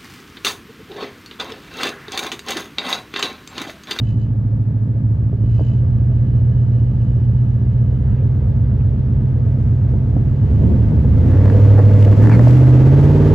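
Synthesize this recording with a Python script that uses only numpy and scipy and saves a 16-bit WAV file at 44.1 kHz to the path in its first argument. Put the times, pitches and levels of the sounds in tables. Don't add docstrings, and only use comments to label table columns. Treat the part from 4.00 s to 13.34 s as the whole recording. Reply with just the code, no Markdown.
import sys
import numpy as np
from scipy import signal
from scipy.fft import rfft, irfft, next_fast_len
from scipy.io import wavfile
from scipy.ndimage import uniform_filter1d, minimum_filter1d

SR = 44100
rng = np.random.default_rng(int(sys.argv[2]) if len(sys.argv) > 2 else 0)


def put_to_file(sound):
    columns = np.atleast_2d(sound).T
    safe = np.clip(columns, -1, 1)
    whole_steps = np.round(safe * 32767)
    wavfile.write(sys.argv[1], SR, whole_steps.astype(np.int16))


N = 411894
T = np.arange(N) / SR

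IDLE_RPM = 829.6
CHUG_RPM, CHUG_WIDTH_RPM = 990, 50
# (tone number, level at light throttle [dB], level at full throttle [dB], level when racing [dB])
ENGINE_TONES = [(2, -13.5, -14.5, -9.5), (3, -15.5, -22, -11), (4, -4, -25.5, -27.5), (5, -2, -8.5, -10.5),
                (6, -9.0, -34, -18), (7, -10.5, -16.5, -11.0), (8, -2.0, -2.5, -4.5), (9, -15.5, -9.5, -12),
                (10, -15, -13, -10), (11, 0.5, 0.5, -1.5), (12, -16, -8.5, -10.5), (13, -4, -0.5, 2),
                (14, 1, 2, -8.0), (15, -6, -1, -2), (16, 11, 5, 0.5), (17, -7.5, -1.5, -0.5),
                (18, 3, 4.5, -2.5), (19, 2, -4, 6), (20, 0.5, -4, -5), (21, 0.5, 0, 7), (22, 2, 3.5, -6),
                (23, 0.5, -11.5, 2.5), (24, 2.5, 3.5, 5), (25, 5, 1, 1), (26, 3, -0.5, -2.5),
                (27, -5, -9, -10.5), (28, 4.5, 0, 0.5), (29, 2, -11, 2), (30, -2.5, -1.0, -13.5),
                (31, -5, 1.5, -3), (32, -11, -11, -6.5), (33, -1, 1.5, -4.5), (34, -10.0, -8, 2.5),
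                (35, -1, -2, -5.5), (36, -2, 0.5, -5.5), (37, -3.5, -1, -3.5), (38, -6.5, 10.5, -0.5),
                (39, -12.5, 2.5, 3.5), (40, -13, 2.0, 0.5), (41, 2, -5.5, 0.5), (42, -7, 9.5, 8),
                (43, -2.5, -4.5, 15), (44, -0.5, -5.5, 8), (45, -8.5, 1, 1.5), (46, 0, -8, 4),
                (47, -2, 13, 4.5), (48, 0, -9, 10.5)]
# (frequency [Hz], level [dB])
SILENCER = [(30, -29.5), (52, -8.5), (75, 1), (100, 0), (122, -0.86), (145, -13), (170, -27), (210, -20),
            (250, -20), (305, -27.5), (350, -37.5), (450, -32.5), (640, -45), (760, -59), (1000, -62.5)]


def engine_note(cycles, rpm, unloaded):
    doublings = np.log2(rpm / IDLE_RPM)
    stumble_db = -11.5 * near(T, 8.161, 0.007)
    drive_db = -28 + 17 * doublings + stumble_db
    throttle = np.clip((rpm - 1100) / 350, 0, 1)
    racing = at_full_revs(rpm)
    chug = near(rpm, CHUG_RPM, CHUG_WIDTH_RPM)
    unsteady = 1 - 0.6 * np.maximum(throttle, chug)
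    cycles = cycles + 0.0025 * (1 - throttle) * drift(18)
    firing_db_per_doubling = {8: 8.5, 16: 0.5}
    levels = [row[1:] for row in ENGINE_TONES]
    levels += levels[-8:] * 2
    pipe = through_pipe(SILENCER, share=0.87)
    out = np.zeros(N)
    for k, (light_db, full_db, racing_db) in enumerate(levels, start=2):
        db = light_db + throttle * (full_db - light_db) + racing * (racing_db - full_db)
        db += drive_db + at_hz(pipe, k * rpm / 120)
        if k in firing_db_per_doubling:
            db += firing_db_per_doubling[k] * doublings - 1.5 * unloaded
            db += 1.45 * unsteady * drift(11)
        else:
            db -= 5 * unloaded * (k < 18)
            db += 0.7 * unsteady * drift(11)
        db += 9.5 * unloaded * near(k * IDLE_RPM / 120, 219, 53)
        db += chug * (-2 if k == 16 else 2 * (k < 30))
        db += 2 * racing * (k > 16)
        db -= 0.45 * max(k - len(ENGINE_TONES), 0)
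        sign = -1 if k % 8 else 1
        smear = 0.08 * abs(k - 8) * rng.standard_normal()
        smear += 0.014 * max(k - 16, 0) * drift(40)
        out += sign * np.sqrt(2) * from_db(db) * np.cos(2 * np.pi * k * cycles + smear)
    return out


# (frequency [Hz], level [dB])
THUMP_SPECTRUM = [(15, -48), (28, -32.5), (40, -17), (52, -2), (65, -2), (85, -10), (110, -1), (135, -7.5),
                  (165, -12.5), (215, -11), (280, -25), (400, -32), (900, -65)]


def lope(firings, rpm, effort, unloaded):
    level_db = -21.5 - 3.5 * effort - 5 * unloaded
    level_db += 7.5 * near(rpm, 1167, 170)
    level_db -= 3 * near(rpm, CHUG_RPM, CHUG_WIDTH_RPM)
    fired = np.diff(np.floor(firings), prepend=0)
    puffs = np.tanh(2 * rng.standard_normal(N))
    spread = from_db(-17) * rng.standard_normal(N) * [[1], [-1]]
    return from_db(level_db) * rms_one(colour(fired * (puffs + spread), THUMP_SPECTRUM))


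# (frequency [Hz], level [dB])
GAS_SPECTRUM = [(100, -25), (175, -6), (255, 2.5), (300, -8), (340, -1.5), (420, -1), (560, -3.5),
                (610, -10.5), (660, -6), (750, -20.5), (1000, -26), (2000, -43.5)]


def gas_rush(cycles, firings, rpm, effort, unloaded):
    level_db = -44.5 + 17.5 * effort + unloaded - at_full_revs(rpm)
    flow = cycle_noise(cycles, repeating_share=0.25, side_db=-8)
    puffs = throb(firings, depth=0.24) * throb(cycles, depth=0.031) * from_db(2 * drift(55))
    return from_db(level_db) * colour(flow * puffs, through_pipe(GAS_SPECTRUM, share=0.45))


# (frequency [Hz], full boost [dB])
PIPE_RINGS = [(300, 6), (395, 7.5), (490, 7), (540, 3.5), (595, 5)]


def through_pipe(spectrum, share, half_width_hz=14):
    hz = np.geomspace(spectrum[0][0], spectrum[-1][0], 400)
    boost_db = sum(db / (1 + ((hz - ring_hz) / half_width_hz) ** 2) for ring_hz, db in PIPE_RINGS)
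    return np.transpose([hz, at_hz(spectrum, hz) + share * boost_db])


# (frequency [Hz], left minus right [dB])
LEFT_LEVEL = [(60, -.9), (110, -1.3), (220, -1.7), (450, -1.9), (1000, -.3)]
# (frequency [Hz], phase lead [rad])
LEFT_LEAD = [(0, 0), (340, -0.21), (860, 0.14), (1120, 0.15), (1380, 0.5), (1810, 0.2), (2760, 0.23)]


def place_exhaust(x):
    size = next_fast_len(N + SR)
    hz = np.arange(size // 2 + 1) * SR / size
    half = np.array([[0.5], [-0.5]])
    gain = from_db(half * at_hz(LEFT_LEVEL, hz))
    shift = np.exp(1j * half * at_hz(LEFT_LEAD, hz))
    return irfft(rfft(x, size) * gain * shift, size)[:, :N]


# (frequency [Hz], level [dB])
MACHINERY_SPECTRUM = [(400, -17.5), (650, 5.5), (750, -2.5), (830, 1), (900, 2), (1050, -7.5), (1160, -3.5),
                      (1430, -9.5), (1610, -7), (1800, -12.5), (1980, -11.5), (2280, -16.5), (3000, -18.5),
                      (4500, -25), (7000, -33), (9000, -50.5), (16000, -44.5)]


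def valves_and_fan(cycles, effort):
    clatter = cycle_noise(cycles, repeating_share=0.6, side_db=-7.5)
    return from_db(-52 + 17.5 * effort) * colour(clatter, MACHINERY_SPECTRUM)


def whine(rpm):
    level_db = -69.5 + 4.5 * near(rpm, 900, 29)
    out = 0
    for hz, db in [(1603, -6), (1704, 0)]:
        out += from_db(level_db + db + 3 * drift(22)) * np.sin(2 * np.pi * hz * T + drift(7.2))
    return out


# (middle time [s], half-length [s], level [dB])
BUZZ_SPELLS = [(.08, 0.051, -53.5), (.235, 0.034, -56.5), (1.5, 0.062, -67), (1.64, 0.079, -54),
               (2.9, 1, -63.5), (6.52, 0.16, -61)]
# (frequency [Hz], width [Hz], level [dB])
SHIELD_RINGS = [(2000, 45, -7.5), (2620, 130, -6.5), (3010, 42, -1), (3500, 240, -16), (4000, 210, -12.5),
                (4760, 540, -17.5), (6730, 540, -19.5), (7850, 290, -26)]


def loose_shield(firings, ring_hz=2995):
    chatter = resonate(stereo_noise(side_db=-3) * throb(firings, depth=0.5), SHIELD_RINGS)
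    ring = np.sqrt(2) * np.sin(2 * np.pi * ring_hz * T + 1.1 * drift(170)) * throb(firings, depth=0.3)
    flutter = from_db(drift(60))
    return swells(BUZZ_SPELLS) * flutter * (from_db(-2) * chatter + from_db(-7) * ring)


# (time [s], level [dB], pitch [Hz], time to fade by 60 dB [s])
BOARD_KNOCKS = [(1.108, -16, 170, 0.082), (1.328, -23, 398, 0.07), (1.436, -20.5, 290, .05),
                (1.594, -18, 596, 0.014), (1.606, -22.5, 465, 0.052), (1.609, -14.5, 287, 0.066),
                (5.937, -17, 197, 0.078), (6.165, -9.5, 277, 0.047), (6.168, -20.5, 544, .03),
                (6.275, -14.5, 190, 0.068), (6.631, -19, 350, 0.047), (6.919, -16.5, 450, 0.028),
                (7.046, -22, 480, 0.044), (7.299, -15, 315, 0.062), (7.778, -22.5, 799, 0.12),
                (7.785, -12, 212, .08), (7.7896, -4, 523, 0.0095), (7.796, -19.5, 590, 0.097),
                (7.798, -3, 458, 0.016), (8.076, -22.5, 710, 0.053), (8.393, -5, 482, 0.032),
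                (8.398, -16, 590, 0.1), (8.471, -8.5, 630, 0.039)]


def knocks(rattle=0.32, size=8192):
    out, t = np.zeros((2, N)), T[:size]
    for s, db, hz, fade_s in BOARD_KNOCKS:
        around_pitch = signal.butter(2, [hz / 2, 2 * hz], "band", fs=SR, output="sos")
        shake = rms_one(signal.sosfilt(around_pitch, stereo_noise(side_db=-1, size=size)))
        sound = from_db(db - 60 * t / fade_s) * (np.sin(2 * np.pi * hz * t) + rattle * shake)
        muffle = signal.butter(3, 2 * hz, fs=SR, output="sos")
        add(out, s, signal.sosfilt(muffle, sound))
    return out


# (time [s], level [dB])
BOARD_CRACKS = [(7.457, -27), (7.478, -29), (7.499, -28.5), (7.791, -31), (8.079, -32.5), (8.127, -31),
                (8.239, -28.5), (8.259, -22), (8.272, -20), (8.296, -19), (8.316, -22), (8.351, -27),
                (8.393, -16.5)]


def cracks():
    snaps = np.zeros((2, N))
    for s, db in BOARD_CRACKS:
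        add(snaps, s, burst(db, fade_s=0.017, side_db=-11, snap=10.7))
    return ring_board(snaps)


# (middle time [s], half-length [s], level [dB])
CRUNCH_SPELLS = [(4.1, 0.056, -57), (7.4, 0.091, -44.5), (7.79, .014, -37.5), (8.26, 0.065, -43),
                 (8.33, 0.022, -34)]


def crunch():
    snaps = grains(side_db=-6, uneven_db=1)
    return 2 * ring_board(snaps * swells(CRUNCH_SPELLS))


# (frequency [Hz], width [Hz], level [dB])
BOARD_RINGS = [(876, 180, 2), (1380, 340, -2), (1740, 260, 0), (2070, 220, -12), (4000, 1700, -30)]


def ring_board(snaps):
    softened = signal.lfilter([0.4], [1, -0.6], snaps)
    return resonate(softened, BOARD_RINGS)


# (middle time [s], half-length [s], level [dB])
CHURN_SPELLS = [(5.95, 0.031, -28.5), (6.2, .06, -30.5), (6.69, 0.076, -20), (6.935, 0.029, -23.5),
                (7.27, 0.15, -24), (8.37, 0.13, -14)]
# (frequency [Hz], level [dB])
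GROAN_SPECTRUM = [(70, -10.5), (170, 7), (320, -2.5), (600, -15), (900, -31.5), (2000, -63.5)]


def churn(judder_db=3):
    judder = from_db(judder_db * np.tanh(drift(50)))
    return swells(CHURN_SPELLS) * judder * colour(stereo_noise(side_db=-9), GROAN_SPECTRUM)


# (time [s], pitch [Hz], level [dB])
SQUEAK_CURVE = [(8.29, 2250, -56), (8.315, 2380, -35), (8.335, 2200, -31), (8.355, 2090, -33),
                (8.375, 2020, -54)]


def squeak(octave_db=-17):
    hz, db = in_time(SQUEAK_CURVE)
    rough_hz = hz * (1 + 0.06 * drift(900))
    phase = 2 * np.pi * np.cumsum(rough_hz) / SR
    sounding = (T > SQUEAK_CURVE[0][0]) & (T < SQUEAK_CURVE[-1][0])
    rasp = from_db(2.5 * drift(600))
    return sounding * from_db(db) * rasp * (np.sin(phase) + from_db(octave_db) * np.sin(2 * phase))


# (time [s], pitch [Hz], level [dB])
TREAD_CREAKS = [(4.12, 2730, -58), (4.146, 2500, -61), (4.184, 2620, -56), (4.216, 2450, -59),
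                (4.808, 2500, -54)]


def creaks(half_length_s=0.007, fall_hz_per_s=6000):
    out, roughness = 0, 1.3 * drift(700)
    for s, hz, db in TREAD_CREAKS:
        t = T - s
        phase = 2 * np.pi * (hz - fall_hz_per_s * t / 2) * t
        out += from_db(db) * near(T, s, half_length_s) * np.sin(phase + roughness)
    return out


# (middle time [s], half-length [s], level [dB])
SAND_FLINGS = [(7.79, 0.011, -44), (8.01, 0.051, -44.5), (8.3, 0.11, -41.5), (8.53, 0.079, -36.5),
               (8.96, 0.064, -57), (9.22, 0.078, -49.5)]
# (frequency [Hz], level [dB])
SAND_SPECTRUM = [(300, -12), (900, 6), (2000, 3.5), (2800, -3), (3400, -12.5), (4500, -11), (7500, -13),
                 (9000, -24), (12000, -15), (16000, -36.5)]


def sand(effort, slip_s=5.2):
    stream = ramp(slip_s, rise_s=0.38) * from_db(-65 + 21 * effort)
    spray = colour(grains(side_db=-2.5, uneven_db=2.5), SAND_SPECTRUM)
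    clumps = from_db(1.5 * drift(70))
    return np.hypot(stream, swells(SAND_FLINGS)) * clumps * spray


# (time [s], relative level [dB])
GRIT_HITS = [(7.935, -47), (8.026, -39.5), (8.049, -39), (8.114, -44), (8.274, -61), (8.482, -40),
             (8.509, -37.5), (8.557, -49)]
# (frequency [Hz], level [dB])
GRIT_SPECTRUM = [(1000, -9), (3000, 0), (7500, -14.5), (10000, -25.5), (16000, -17.5)]


def grit(gain_db=6):
    ticks = np.zeros((2, N))
    for s, db in GRIT_HITS:
        add(ticks, s, burst(db + gain_db, fade_s=0.018, side_db=-5, snap=2.7))
    return colour(ticks, GRIT_SPECTRUM)


# (time [s], level [dB])
RUMBLE_LEVEL = [(0, -64), (1, -63.5), (1.2, -45), (6.5, -40), (7.3, -41.5), (9.34, -35.5)]
# (frequency [Hz], level [dB])
RUMBLE_SPECTRUM = [(8, -12.5), (20, -6.5), (35, 4), (60, -1.5), (200, -38.5)]


def low_rumble():
    level_db, = in_time(RUMBLE_LEVEL)
    return from_db(level_db) * colour(stereo_noise(side_db=-13), RUMBLE_SPECTRUM)


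# (frequency [Hz], level [dB])
HISS_SPECTRUM = [(3000, -3), (7500, -3.5), (10000, -9), (12000, 6.5), (13000, -11.5)]


def hiss():
    return from_db(-78) * colour(stereo_noise(side_db=-6.5), HISS_SPECTRUM)


# (frequency [Hz], width [Hz], level [dB])
WHISTLE_PITCHES = [(11880, 35, 0), (12107, 35, 0)]


def whistle():
    return from_db(-86) * resonate(stereo_noise(side_db=-4.5), WHISTLE_PITCHES)


def from_db(db):
    return np.exp(np.asarray(db) * (np.log(10) / 20))


def rms_one(x):
    return x / np.sqrt(np.mean(x ** 2) + 1e-20)


def in_time(rows):
    s, *columns = np.transpose(rows)
    return [np.interp(T, s, column) for column in columns]


def at_hz(points, hz):
    frequencies, values = np.transpose(points)
    return np.interp(np.log(np.maximum(hz, 1)), np.log(frequencies), values)


def near(x, centre, width):
    return np.exp(-0.5 * ((x - centre) / width) ** 2)


def swells(rows):
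    return sum(from_db(db) * near(T, s, half_s) for s, half_s, db in rows)


def ramp(start_s, rise_s):
    return np.clip((T - start_s) / rise_s, 0, 1)


def at_full_revs(rpm):
    return np.clip((rpm - 1610) / 260, 0, 1)


def throb(turns, depth):
    return rms_one(np.exp(depth * np.cos(2 * np.pi * turns)))


def drift(rate):
    values = rng.standard_normal(16384)
    return rms_one(np.interp(T * rate, np.arange(len(values)), values))


def stereo_noise(side_db, size=N):
    mid, side = rng.standard_normal((2, size))
    return rms_one(mid + from_db(side_db) * side * [[1], [-1]])


def grains(side_db, uneven_db):
    return rms_one(stereo_noise(side_db) * from_db(uneven_db * rng.exponential(1, N)))


def cycle_noise(cycles, repeating_share, side_db, size=2048):
    position = cycles % 1 * size
    pattern = stereo_noise(side_db, size)
    repeating = np.array([np.interp(position, np.arange(size), side, period=size) for side in pattern])
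    speed_gain = np.sqrt(np.gradient(cycles) * size)
    fresh = stereo_noise(side_db)
    return np.sqrt(repeating_share) * speed_gain * repeating + np.sqrt(1 - repeating_share) * fresh


def burst(db, fade_s, side_db, snap, size=8192):
    sound = stereo_noise(side_db, size) * from_db(-60 * T[:size] / fade_s)
    sound[:, 0] += snap
    return from_db(db) * sound


def colour(x, spectrum, size=8192):
    hz = np.arange(size // 2 + 1) * SR / size
    octaves_past_end = np.log2(np.maximum(hz / spectrum[-1][0], 1))
    db = at_hz(spectrum, hz) - 20 * octaves_past_end
    cepstrum = irfft(np.log(from_db(db)))
    cepstrum[1:size // 2] *= 2
    cepstrum[size // 2 + 1:] = 0
    response = irfft(np.exp(rfft(cepstrum)))
    return signal.oaconvolve(np.atleast_2d(x), response[None] / np.linalg.norm(response), axes=1)[:, :N]


def resonate(x, rings):
    out, power = 0, 0
    for k, (hz, width_hz, db) in enumerate(rings):
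        decay = np.exp(-np.pi * width_hz / SR)
        scale = (1 - decay ** 2) / 2
        feed = (-1) ** k * from_db(db) * scale * np.array([1, 0, -1])
        feedback = [1, -2 * decay * np.cos(2 * np.pi * hz / SR), decay ** 2]
        out = out + signal.lfilter(feed, feedback, x + 1e-18)
        power += from_db(db) ** 2 * scale
    return out / np.sqrt(power)


def add(track, s, sound):
    start = round(s * SR)
    track[:, start:start + sound.shape[1]] += sound[:, :N - start]


# (time [s], speed [rpm])
ENGINE_SPEED = [(0, 843), (.55, 811), (1.33, 820), (1.68, 898), (3.65, 903), (4.2, 972), (6.05, 988),
                (6.37, 1022), (6.68, 1155), (6.82, 1165), (7.07, 1135), (7.25, 1330), (7.42, 1458),
                (7.6, 1529), (8.15, 1534), (8.42, 1785), (8.59, 1906), (8.78, 1912), (9.1, 2200),
                (9.34, 2280)]


def scene():
    rpm, = in_time(ENGINE_SPEED)
    cycles = np.cumsum(rpm / 120) / SR
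    firings = 8 * cycles
    effort = np.log2(np.clip(rpm, 839, 1810) / 839)
    unloaded = 1 - ramp(1.08, rise_s=0.089)
    exhaust = engine_note(cycles, rpm, unloaded) + lope(firings, rpm, effort, unloaded)
    exhaust += gas_rush(cycles, firings, rpm, effort, unloaded)
    engine_bay = valves_and_fan(cycles, effort) + whine(rpm) + loose_shield(firings)
    background = low_rumble() + hiss() + whistle()
    tyre = sand(effort) + churn() + crunch() + knocks() + cracks() + grit() + creaks() + squeak()
    return place_exhaust(exhaust) + engine_bay + tyre + background


def record(dry, ceiling=0.95, cutoff_hz=15700, size=500):
    allowed = np.minimum(1, ceiling / (np.abs(dry).max(axis=0) + 1e-9))
    held = minimum_filter1d(allowed, 2 * size)
    gain = uniform_filter1d(uniform_filter1d(held, size), size)
    return signal.sosfilt(signal.cheby2(12, 70, cutoff_hz, fs=SR, output="sos"), dry * gain)


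dry = scene()
out = record(dry)
put_to_file(out)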